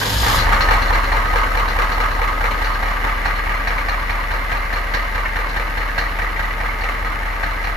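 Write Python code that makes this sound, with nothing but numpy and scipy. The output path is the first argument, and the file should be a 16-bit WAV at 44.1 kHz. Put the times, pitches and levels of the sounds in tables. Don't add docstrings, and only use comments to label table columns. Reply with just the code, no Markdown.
import sys
import numpy as np
from scipy import signal
from scipy.fft import rfft, irfft
from scipy.io import wavfile
from scipy.ndimage import uniform_filter1d

SR = 44100
rng = np.random.default_rng(int(sys.argv[2]) if len(sys.argv) > 2 else 0)


def bounce(signal):
    frames = np.transpose(np.atleast_2d(signal))
    limited = np.clip(frames, -1, 1)
    pcm = np.round(limited * 32767).astype(np.int16)
    wavfile.write(sys.argv[1], SR, pcm)


N = 342216
T = np.arange(N) / SR
HZ = np.maximum(np.arange(N // 2 + 1) * SR / N, 1)

# time_s, firings_per_s
CRANK_SPEED = [(0, 35.98), (1.2, 37.215), (2.2, 37.27), (2.7, 37.63), (5, 38.09), (5.6, 38.445),
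               (7, 38.785), (7.76, 38.05)]
LEAD_IN = 2.44
CAUGHT_S, SURGE_S, WARM_S = 0.8, 0.2, 2.46
# time_s, place (0 at the wheel, 1 at the cab door)
PHONE_MOVE = [(2.65, 0.54), (3.3, 0.96), (5, 0.83)]
# pitch_hz, side_minus_mid_db
STEREO_WIDTH = [(60, -4), (130, -14), (380, -5), (700, -3.5), (1300, -2), (2400, -1.5), (4400, -3),
                (6500, -8), (8500, 25.5), (10500, 3.5), (12000, -6), (15000, -87)]
# pitch_hz, left_minus_right_db
STEREO_BALANCE = [(60, -2), (380, 1.5), (1200, -1.6), (2400, 0.5), (4400, 4), (6000, 4), (8000, -1)]

ENGAGE_S, ENGAGE_DB, RELEASE_S, STARTER_DB = 0.013, -24, 0.37, -20
# pitch_hz, level_db
GEAR_COLOUR = [(50, 4.5), (120, 5.5), (320, -0.5), (930, -6.5), (1350, -8), (1850, -2.5), (2550, -6.5),
               (3450, -2.5), (4400, -3.5), (5600, -13.5), (7000, -6), (13800, -13.5), (15500, -41)]
# pitch_hz, width_hz, level_db
HOUSING_MODES = [(920, 26, 12.5), (1680, 100, 5), (3060, 100, -2), (3440, 150, -1), (4000, 160, -10),
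                 (4860, 260, 0), (5250, 73, 10)]
# pitch_hz, level_db
AIR_COLOUR = [(100, 3), (300, 5.5), (900, 9), (2000, 2.5), (3000, -12), (5000, -6.5), (7500, -70),
              (10000, -8.5), (13800, -17), (15000, -35)]
# time_s, low_pitch_hz, low_level_db, high_pitch_hz, high_level_db
SHUDDER_BOOMS = [(0, 45, -42, 105, -38), (.1, 49.6, -32, 103, -27.5), (.17, 54.3, -20.5, 97, -27.5),
                 (.24, 57.6, -19, 108, -33), (.285, 56, -34, 112, -23.5), (.34, 60, -27, 96, -28),
                 (.41, 60, -34, 108, -27), (.5, 58, -55, 100, -50)]
RING_HZ, RING_WIDTH_HZ = 1254, 7.6
# multiple_of_cycle_rate, wheel_level_db, cab_level_db
EXHAUST_LINES = [(9, 0, -3), (11, -19, -22), (12, -10, -11), (13, -1, 0.5), (14, -21, -16), (15, -8, -8),
                 (17, -21, -10), (18, -4.5, -6), (19, -17, -16), (21, -14, -18), (22, -8, -13),
                 (23, -18, -21), (24, -12, -14)]
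# cold_knock_db, warm_knock_db, lateness_in_firing_intervals,
# chug_pitch_hz, cold_chug_db, warm_chug_db
CYLINDER_TRAITS = [(-17.5, -34, .12, 1170, -18.5, -38.5), (-23, -33.5, .1, 1093, -19.5, -32.5),
                   (-26, -31, .17, 1070, -25.5, -34), (-22, -34, .3, 1187, -31, -35),
                   (-27.5, -37.5, 0.23, 1210, -25.5, -40), (-26, -35.5, .15, 650, -42, -41.5),
                   (-21, -36, .25, 900, -18.5, -33), (-21, -29.5, .35, 1170, -23.5, -29)]
# start_s, level_db
SINGLE_BURNS = [(0.229, -25), (.263, -19.5), (.326, -30), (0.382, -24), (.465, -26), (0.523, -16),
                (0.559, -23), (.605, -20.5), (.685, -23.5), (0.708, -17), (0.926, -24), (1.117, -22.5),
                (1.147, -25), (1.251, -26.5), (1.357, -20.5), (1.432, -23), (1.545, -25), (1.703, -25),
                (1.787, -21), (1.816, -20.5), (1.916, -24), (2.002, -21.5), (2.035, -23), (2.216, -23.5),
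                (2.275, -24.5), (2.406, -25), (2.44, -22.5), (2.509, -22.5), (2.615, -23), (2.825, -25.5),
                (3.04, -23), (3.253, -23), (3.464, -30), (3.672, -22.5), (3.779, -24), (3.884, -24),
                (4.096, -24.5), (4.307, -27), (4.494, -28), (4.517, -23.5), (4.726, -26), (4.937, -22),
                (5.148, -26), (5.252, -27), (5.357, -25.5), (5.561, -24.5), (5.771, -25.5), (5.978, -21.5),
                (6.187, -25.5), (6.391, -25.5), (6.603, -28), (6.655, -27), (6.836, -25.5), (6.886, -26),
                (7.431, -24.5), (7.642, -28.5)]
# pitch_hz, level_db
BLOCK_COLOUR = [(60, -38), (170, -13.5), (270, -5), (350, -7.5), (500, -2), (750, 2), (900, -3), (1200, -3),
                (1450, -3), (1750, -4), (2120, -2), (2520, -12.5), (4200, -13.5), (4900, -37), (7500, -19),
                (13800, -27), (15000, -45)]
# pitch_hz, width_hz, level_db
COVER_MODES = [(184, 6.7, -4.5), (278, 110, -7), (476, 45, 1), (555, 8.3, 3.5), (909, 33, 8), (1156, 40, 2),
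               (1259, 14.6, 9.5), (1530, 40, -3), (1620, 42, 3.5), (1785, 44, -2), (1909, 18, 1.5),
               (2875, 260, -0.5), (5230, 200, 17.5), (5670, 130, 11)]
# pitch_hz, level_db
CAB_COLOUR = [(130, 19.5), (210, 7), (310, 0.5), (480, -2.5), (670, 0.5), (900, -0.5), (1200, 2.5),
              (1600, 5), (1920, 8.5), (2350, 8.5), (3300, 0.5), (7000, -2)]
# start_s, level_db
CLINK_EVENTS = [(.385, -23), (.606, -25.5), (.708, -29.5), (.820, -30.5), (.875, -38), (.929, -33),
                (1.04, -35.5), (1.12, -37), (1.25, -43), (1.40, -42), (1.567, -36), (1.682, -33.5),
                (1.918, -35), (2.000, -38), (2.110, -37), (2.47, -46), (2.642, -34), (2.733, -39),
                (3.042, -51), (3.250, -36), (3.357, -41), (3.674, -37), (3.885, -36), (4.098, -40),
                (4.31, -40), (4.51, -42), (4.56, -40), (4.728, -37.5), (4.938, -31.5), (5.15, -42),
                (5.49, -38), (5.565, -40), (5.773, -41), (5.980, -30), (6.808, -39), (7.430, -43),
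                (7.637, -39)]
# pitch_hz, width_hz, level_db
CONTACT_BAND = (3800, 2500, 0)
# pitch_hz, width_hz, level_db
FITTING_MODES = [(2850, 106, 5), (4040, 310, 0), (4260, 51, 7.5), (4430, 43, 1), (5420, 30, 0),
                 (5820, 110, -6.5)]
# start_s, pitch_hz, level_db
CLACK_EVENTS = [(4.70, 2130, -32), (4.985, 2140, -30), (5.255, 1860, -23), (5.29, 2140, -31),
                (5.43, 1950, -32), (5.81, 1800, -26), (5.89, 1740, -26), (6.055, 1920, -26),
                (6.215, 1930, -24), (6.259, 1940, -25), (6.36, 1920, -24), (6.44, 1930, -29),
                (6.505, 2010, -27), (6.656, 1930, -27), (6.69, 2110, -24.5), (6.885, 1960, -28),
                (7.28, 1920, -30), (7.46, 2010, -35), (7.591, 2000, -26)]


def undb(db):
    return 10 ** (np.asarray(db) / 20)


def unit(x):
    return x / np.sqrt(np.mean(x ** 2))


def curves(table):
    s, *columns = np.transpose(table)
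    return [np.interp(T, s, column) for column in columns]


def shape(table):
    hz, db = np.transpose(table)
    return undb(np.interp(np.log(HZ), np.log(hz), db))


def resonance(hz, width_hz):
    return 1 / (1 + 1j * (HZ / hz - hz / HZ) * hz / width_hz)


def body(modes):
    return sum(undb(db) * resonance(hz, width_hz) for hz, width_hz, db in modes)


def through(x, response):
    return irfft(rfft(x) * response, N)


def walk(rate):
    k = int(SR / rate)
    steps = np.repeat(rng.standard_normal(N // k + 1), k)
    return 1.3 * uniform_filter1d(uniform_filter1d(steps, k), k)[:N]


def microphones(pair, colour):
    side_gain = shape(STEREO_WIDTH)
    gain = colour / np.sqrt(np.mean(np.abs(colour) ** 2) * (1 + side_gain ** 2))
    mid = rfft(pair[0]) * gain
    side = rfft(pair[1]) * gain * side_gain
    lean = np.sqrt(shape(STEREO_BALANCE))
    return irfft(np.array([(mid + side) * lean, (mid - side) / lean]), N)


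def patches(hz, spacing_hz, depth_db, count=2000, size=5):
    power = undb(depth_db * rng.standard_normal(count)) ** 2
    evened = np.sqrt(power / uniform_filter1d(power, size))
    return unit(np.interp(hz / spacing_hz, np.arange(count), evened))


def path(burst_s, room_t60, room_db, patchy_db, patch_hz=170, rise_s=0.00066, grain_db=2, grain_hz=350):
    t = np.arange(SR // 2) / SR
    colour = patches(np.arange(len(t) // 2 + 1) * SR / len(t), patch_hz, patchy_db)
    grain = undb(grain_db * np.interp(t * grain_hz, np.arange(len(t)), rng.standard_normal(len(t))))
    noise = rng.standard_normal((2, len(t))) * unit(grain)
    ring = irfft(rfft(noise) * colour, len(t))
    early = np.exp(-(t / burst_s) ** 2)
    tail = undb(room_db) * np.exp(-np.log(1000) * t / room_t60)
    fade = np.hypot(early, tail) * (1 - np.exp(-t / rise_s))
    return ring * fade / np.sqrt(np.mean(fade[:SR // 40] ** 2))


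def ringing(burst, modes):
    ring = sum(undb(db) * signal.lfilter(*signal.iirpeak(hz, hz / width_hz, fs=SR), burst)
               for hz, width_hz, db in modes)
    energy_in = np.sum(burst ** 2, axis=1, keepdims=True)
    return ring * np.sqrt(energy_in / np.sum(ring ** 2, axis=1, keepdims=True))


def add(out, sound, s):
    i = int(np.clip(s * SR, 0, N))
    out[:, i:i + sound.shape[1]] += sound[:, :N - i]


def moved():
    return np.clip(curves(PHONE_MOVE)[0], 0, 1)


def risen():
    return (moved() - moved().min()) / np.ptp(moved())


def settling(t, cold_db, surge_db, full_s, rise_db_per_s):
    running = np.maximum(t - CAUGHT_S, 0)
    cold = cold_db * np.exp(-running / WARM_S)
    surge = surge_db * np.exp(-running / SURGE_S)
    return cold + surge - rise_db_per_s * np.maximum(full_s - t, 0)


def starter(firings, teeth=35, rasp=0.74, attack_s=0.00086, release_s=0.053, coast_db=-12, coast_s=0.21,
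            chatter_db=1.0, load_db=-0.6, build_db_per_s=6):
    mesh = 1 + rasp * np.cos(2 * np.pi * teeth * firings)
    build_db = -build_db_per_s * np.maximum(RELEASE_S - T, 0)
    compression_db = load_db * np.cos(2 * np.pi * firings)
    force = undb(chatter_db * walk(400) + build_db + compression_db)
    grind = unit(rng.standard_normal((2, N)) * mesh * force)
    free = np.maximum(T - RELEASE_S, 0)
    fall = np.maximum(np.exp(-free / release_s), undb(coast_db) * np.exp(-free / coast_s))
    envelope = (1 - np.exp(-T / attack_s)) * fall
    colour = shape(GEAR_COLOUR) * np.abs(1 + body(HOUSING_MODES))
    return microphones(grind, colour) * undb(STARTER_DB) * envelope


def fan(fall_db_per_s=0.5):
    air_db = -32.5 - fall_db_per_s * T + 0.5 * walk(3.7)
    return microphones(rng.standard_normal((2, N)), shape(AIR_COLOUR)) * undb(air_db)


def shudder():
    low_hz, low_db, high_hz, high_db = curves(SHUDDER_BOOMS)
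    return sum(np.sqrt(2) * np.sin(2 * np.pi * np.cumsum(hz) / SR) * undb(db)
               for hz, db in ((low_hz, low_db), (high_hz, high_db)))


def thin_ring(level_db=-10, fall_db=42, build_s=0.24):
    ring = microphones(rng.standard_normal((2, N)), resonance(RING_HZ, 2 * RING_WIDTH_HZ) ** 2)
    return ring * (1 - np.exp(-T / build_s)) * undb(level_db - fall_db * moved())


def exhaust(firings, idle_throb_db=-24.5, idle_overtone_db=-35, waver=0.054, gas_db=-14, lean_db=0.83,
            octave_db=-20):
    throb_db = idle_throb_db + settling(T, cold_db=6.0, surge_db=0.5, full_s=0.4, rise_db_per_s=85)
    overtone_db = idle_overtone_db + settling(T, cold_db=7, surge_db=3.5, full_s=0.45, rise_db_per_s=40)
    turn = 2 * np.pi * firings
    puffs = np.cos(turn) - undb(octave_db) * np.cos(2 * turn)
    throb = np.sqrt(2) * puffs * undb(throb_db + 0.15 * walk(12))
    cycle = turn / len(CYLINDER_TRAITS)
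    rise = risen()
    lines = np.zeros(N)
    for count, wheel_db, cab_db in EXHAUST_LINES:
        strength = undb(wheel_db + (cab_db - wheel_db) * rise) * (1 + waver * walk(7.4))
        phase = round(count) * cycle + rng.uniform(0, 2 * np.pi) + waver * walk(6.3)
        lines += strength * np.cos(phase)
    gas = microphones(rng.standard_normal((2, N)), resonance(hz=95.0, width_hz=110) ** 2)
    overtones = (unit(lines) + undb(gas_db) * gas) * undb(overtone_db)
    return (throb + overtones) * undb(np.array([[lean_db], [-lean_db]]))


def pinion():
    out = np.zeros((2, N))
    clunk = path(burst_s=0.025, room_t60=0.62, room_db=12, patchy_db=-7.0)
    add(out, undb(ENGAGE_DB) * clunk, ENGAGE_S)
    return out


def valves(firings, scatter_db=1.0, count=16):
    out = np.zeros((2, N))
    cylinders = len(CYLINDER_TRAITS)
    for seat in (np.arange(count) + rng.uniform(0, 1, count)) * cylinders / count:
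        tick = path(burst_s=0.007, room_t60=0.57, room_db=-10, patchy_db=5.5, patch_hz=140)
        for turn in np.arange(seat, firings[-1], cylinders):
            add(out, tick * undb(scatter_db * rng.standard_normal()), np.interp(turn, firings, T))
    return unit(out)


def burns(firings, scatter_db=1.0, jitter=0.008):
    chance = rng.standard_normal((int(firings[-1]), 2))
    single = {int(np.interp(s, T, firings) + 0.3): (s, db) for s, db in SINGLE_BURNS}
    rows = []
    for k, (timing, strength) in enumerate(chance):
        cylinder = k % len(CYLINDER_TRAITS)
        cold_db, warm_db, late = CYLINDER_TRAITS[cylinder][:3]
        s = np.interp(k + late + jitter * timing, firings, T)
        change_db = settling(s, cold_db=cold_db - warm_db, surge_db=-3.0, full_s=0.32, rise_db_per_s=82)
        db = warm_db + change_db + scatter_db * strength
        rows.append((*single.get(k, (s, db)), cylinder))
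    return rows


def chamber(x, hz, width_hz=260, gain=0.65):
    hz = np.clip(hz, 600, 3200)
    return x + gain * signal.lfilter(*signal.iirpeak(hz, hz / width_hz, fs=SR), x)


def combustion(blows, trim_db=-3, drift=0.862, warm_hz=1850, cold_hz=1600, spread=0.25):
    rings = [[path(burst_s=0.029, room_t60=0.62, room_db=-8.5, patchy_db=4.2, rise_s=0.0006)
              for way in range(2)] for cylinder in CYLINDER_TRAITS]
    out = np.zeros((2, N))
    chance = rng.standard_normal((len(blows), 2))
    for (s, db, cylinder), (place, pitch) in zip(blows, chance):
        blend = drift * s + 0.33 * place
        first, second = rings[cylinder]
        knock = np.cos(blend) * first + np.sin(blend) * second
        gas_hz = warm_hz + (cold_hz - warm_hz) * np.exp(-s / WARM_S)
        add(out, chamber(knock, gas_hz * np.exp(spread * pitch)) * undb(db + trim_db), s)
    return out


def machinery(firings, blows, valve_db=-32.5, low_db=7.0, low_fall_db=5.5):
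    tick_db = valve_db + settling(T, cold_db=3.5, surge_db=5.0, full_s=0.33, rise_db_per_s=87)
    strikes = combustion(blows) + valves(firings) * undb(tick_db) + pinion()
    sound = microphones(strikes, shape(BLOCK_COLOUR) * np.abs(1 + body(COVER_MODES)))
    depth = np.minimum(HZ / 2000, 1)
    wheel, cab = (through(sound, colour * patches(HZ, spacing_hz=20, depth_db=3.0) ** depth)
                  for colour in (1, shape(CAB_COLOUR)))
    sound = (1 - moved()) * wheel + moved() * cab
    low = through(sound, np.abs(resonance(hz=1030, width_hz=390)) ** 2)
    return sound + low * (undb(low_db - low_fall_db * moved()) - 1)


def chugs(blows, level_db=-0.4, width_hz=260, spread=0.019, scatter_db=1.46, drift=0.72):
    heaves = [[path(burst_s=0.029, room_t60=0.5, room_db=-13, patchy_db=1.5, rise_s=0.005)
               for way in range(2)] for cylinder in CYLINDER_TRAITS]
    out = np.zeros((2, N))
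    chance = rng.standard_normal((len(blows), 2))
    for (s, knock_db, cylinder), (pitch, strength) in zip(blows, chance):
        hz, cold_db, warm_db = CYLINDER_TRAITS[cylinder][3:]
        first, second = heaves[cylinder]
        burst = np.cos(drift * s) * first + np.sin(drift * s) * second
        mode = [(hz * np.exp(spread * pitch), width_hz, 0)]
        heave = ringing(ringing(burst, mode), mode)
        change_db = settling(s, cold_db=cold_db - warm_db, surge_db=-2.5, full_s=0.24, rise_db_per_s=110)
        add(out, heave * undb(warm_db + change_db + level_db + scatter_db * strength), s)
    return microphones(out, np.ones(len(HZ)))


def clinks(blows, ordinary_db=-21, level_db=0, scatter_db=2.5):
    rattles = [path(burst_s=0.034, room_t60=0.6, room_db=-7, patchy_db=3, rise_s=0.001) for way in range(21)]
    chatter = [ringing(ringing(rattle, [CONTACT_BAND]), FITTING_MODES) for rattle in rattles]
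    faint = [(s, db + ordinary_db + scatter_db * rng.standard_normal()) for s, db, cylinder in blows]
    out = np.zeros((2, N))
    for s, db in list(CLINK_EVENTS) + faint:
        add(out, undb(db + level_db) * chatter[rng.integers(len(chatter))], s)
    return microphones(out, np.ones(len(HZ)))


def cracks(level_db=-4.5, wheel_hz=1250, cab_hz=1720, width_hz=1200, cold_db=-1.5):
    out = np.zeros((2, N))
    for s, db in SINGLE_BURNS:
        crack = path(burst_s=0.02, room_t60=0.6, room_db=-11, patchy_db=4.5, patch_hz=110, rise_s=0.0004)
        add(out, crack * undb(db + level_db + cold_db * np.exp(-s / WARM_S)), s)
    wheel, cab = (microphones(out, resonance(hz, width_hz) ** 2 * np.abs(resonance(hz, 2 * width_hz)))
                  for hz in (wheel_hz, cab_hz))
    rise = risen()
    return (1 - rise) * wheel + rise * cab


def clacks(level_db=-1, width_hz=260):
    out = np.zeros((2, N))
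    for s, hz, db in CLACK_EVENTS:
        mode = [(hz, width_hz, 0)]
        burst = path(burst_s=0.018, room_t60=0.66, room_db=-12, patchy_db=7)
        add(out, ringing(ringing(burst, mode), mode) * undb(db + level_db), s)
    return microphones(out, np.ones(len(HZ)))


def scene():
    firings = np.cumsum(curves(CRANK_SPEED)[0]) / SR - LEAD_IN
    blows = burns(firings)
    start = starter(firings) + fan() + shudder() + thin_ring() + exhaust(firings)
    engine = machinery(firings, blows) + chugs(blows)
    rattles_and_cracks = clinks(blows) + cracks() + clacks()
    return start + engine + rattles_and_cracks


def record(dry):
    rounded = dry / (1 + (dry / 0.9) ** 4) ** 0.25
    return signal.sosfilt(signal.ellip(8, 0.2, 70, 15000, fs=SR, output="sos"), rounded)


dry = scene()
out = record(dry)
bounce(out)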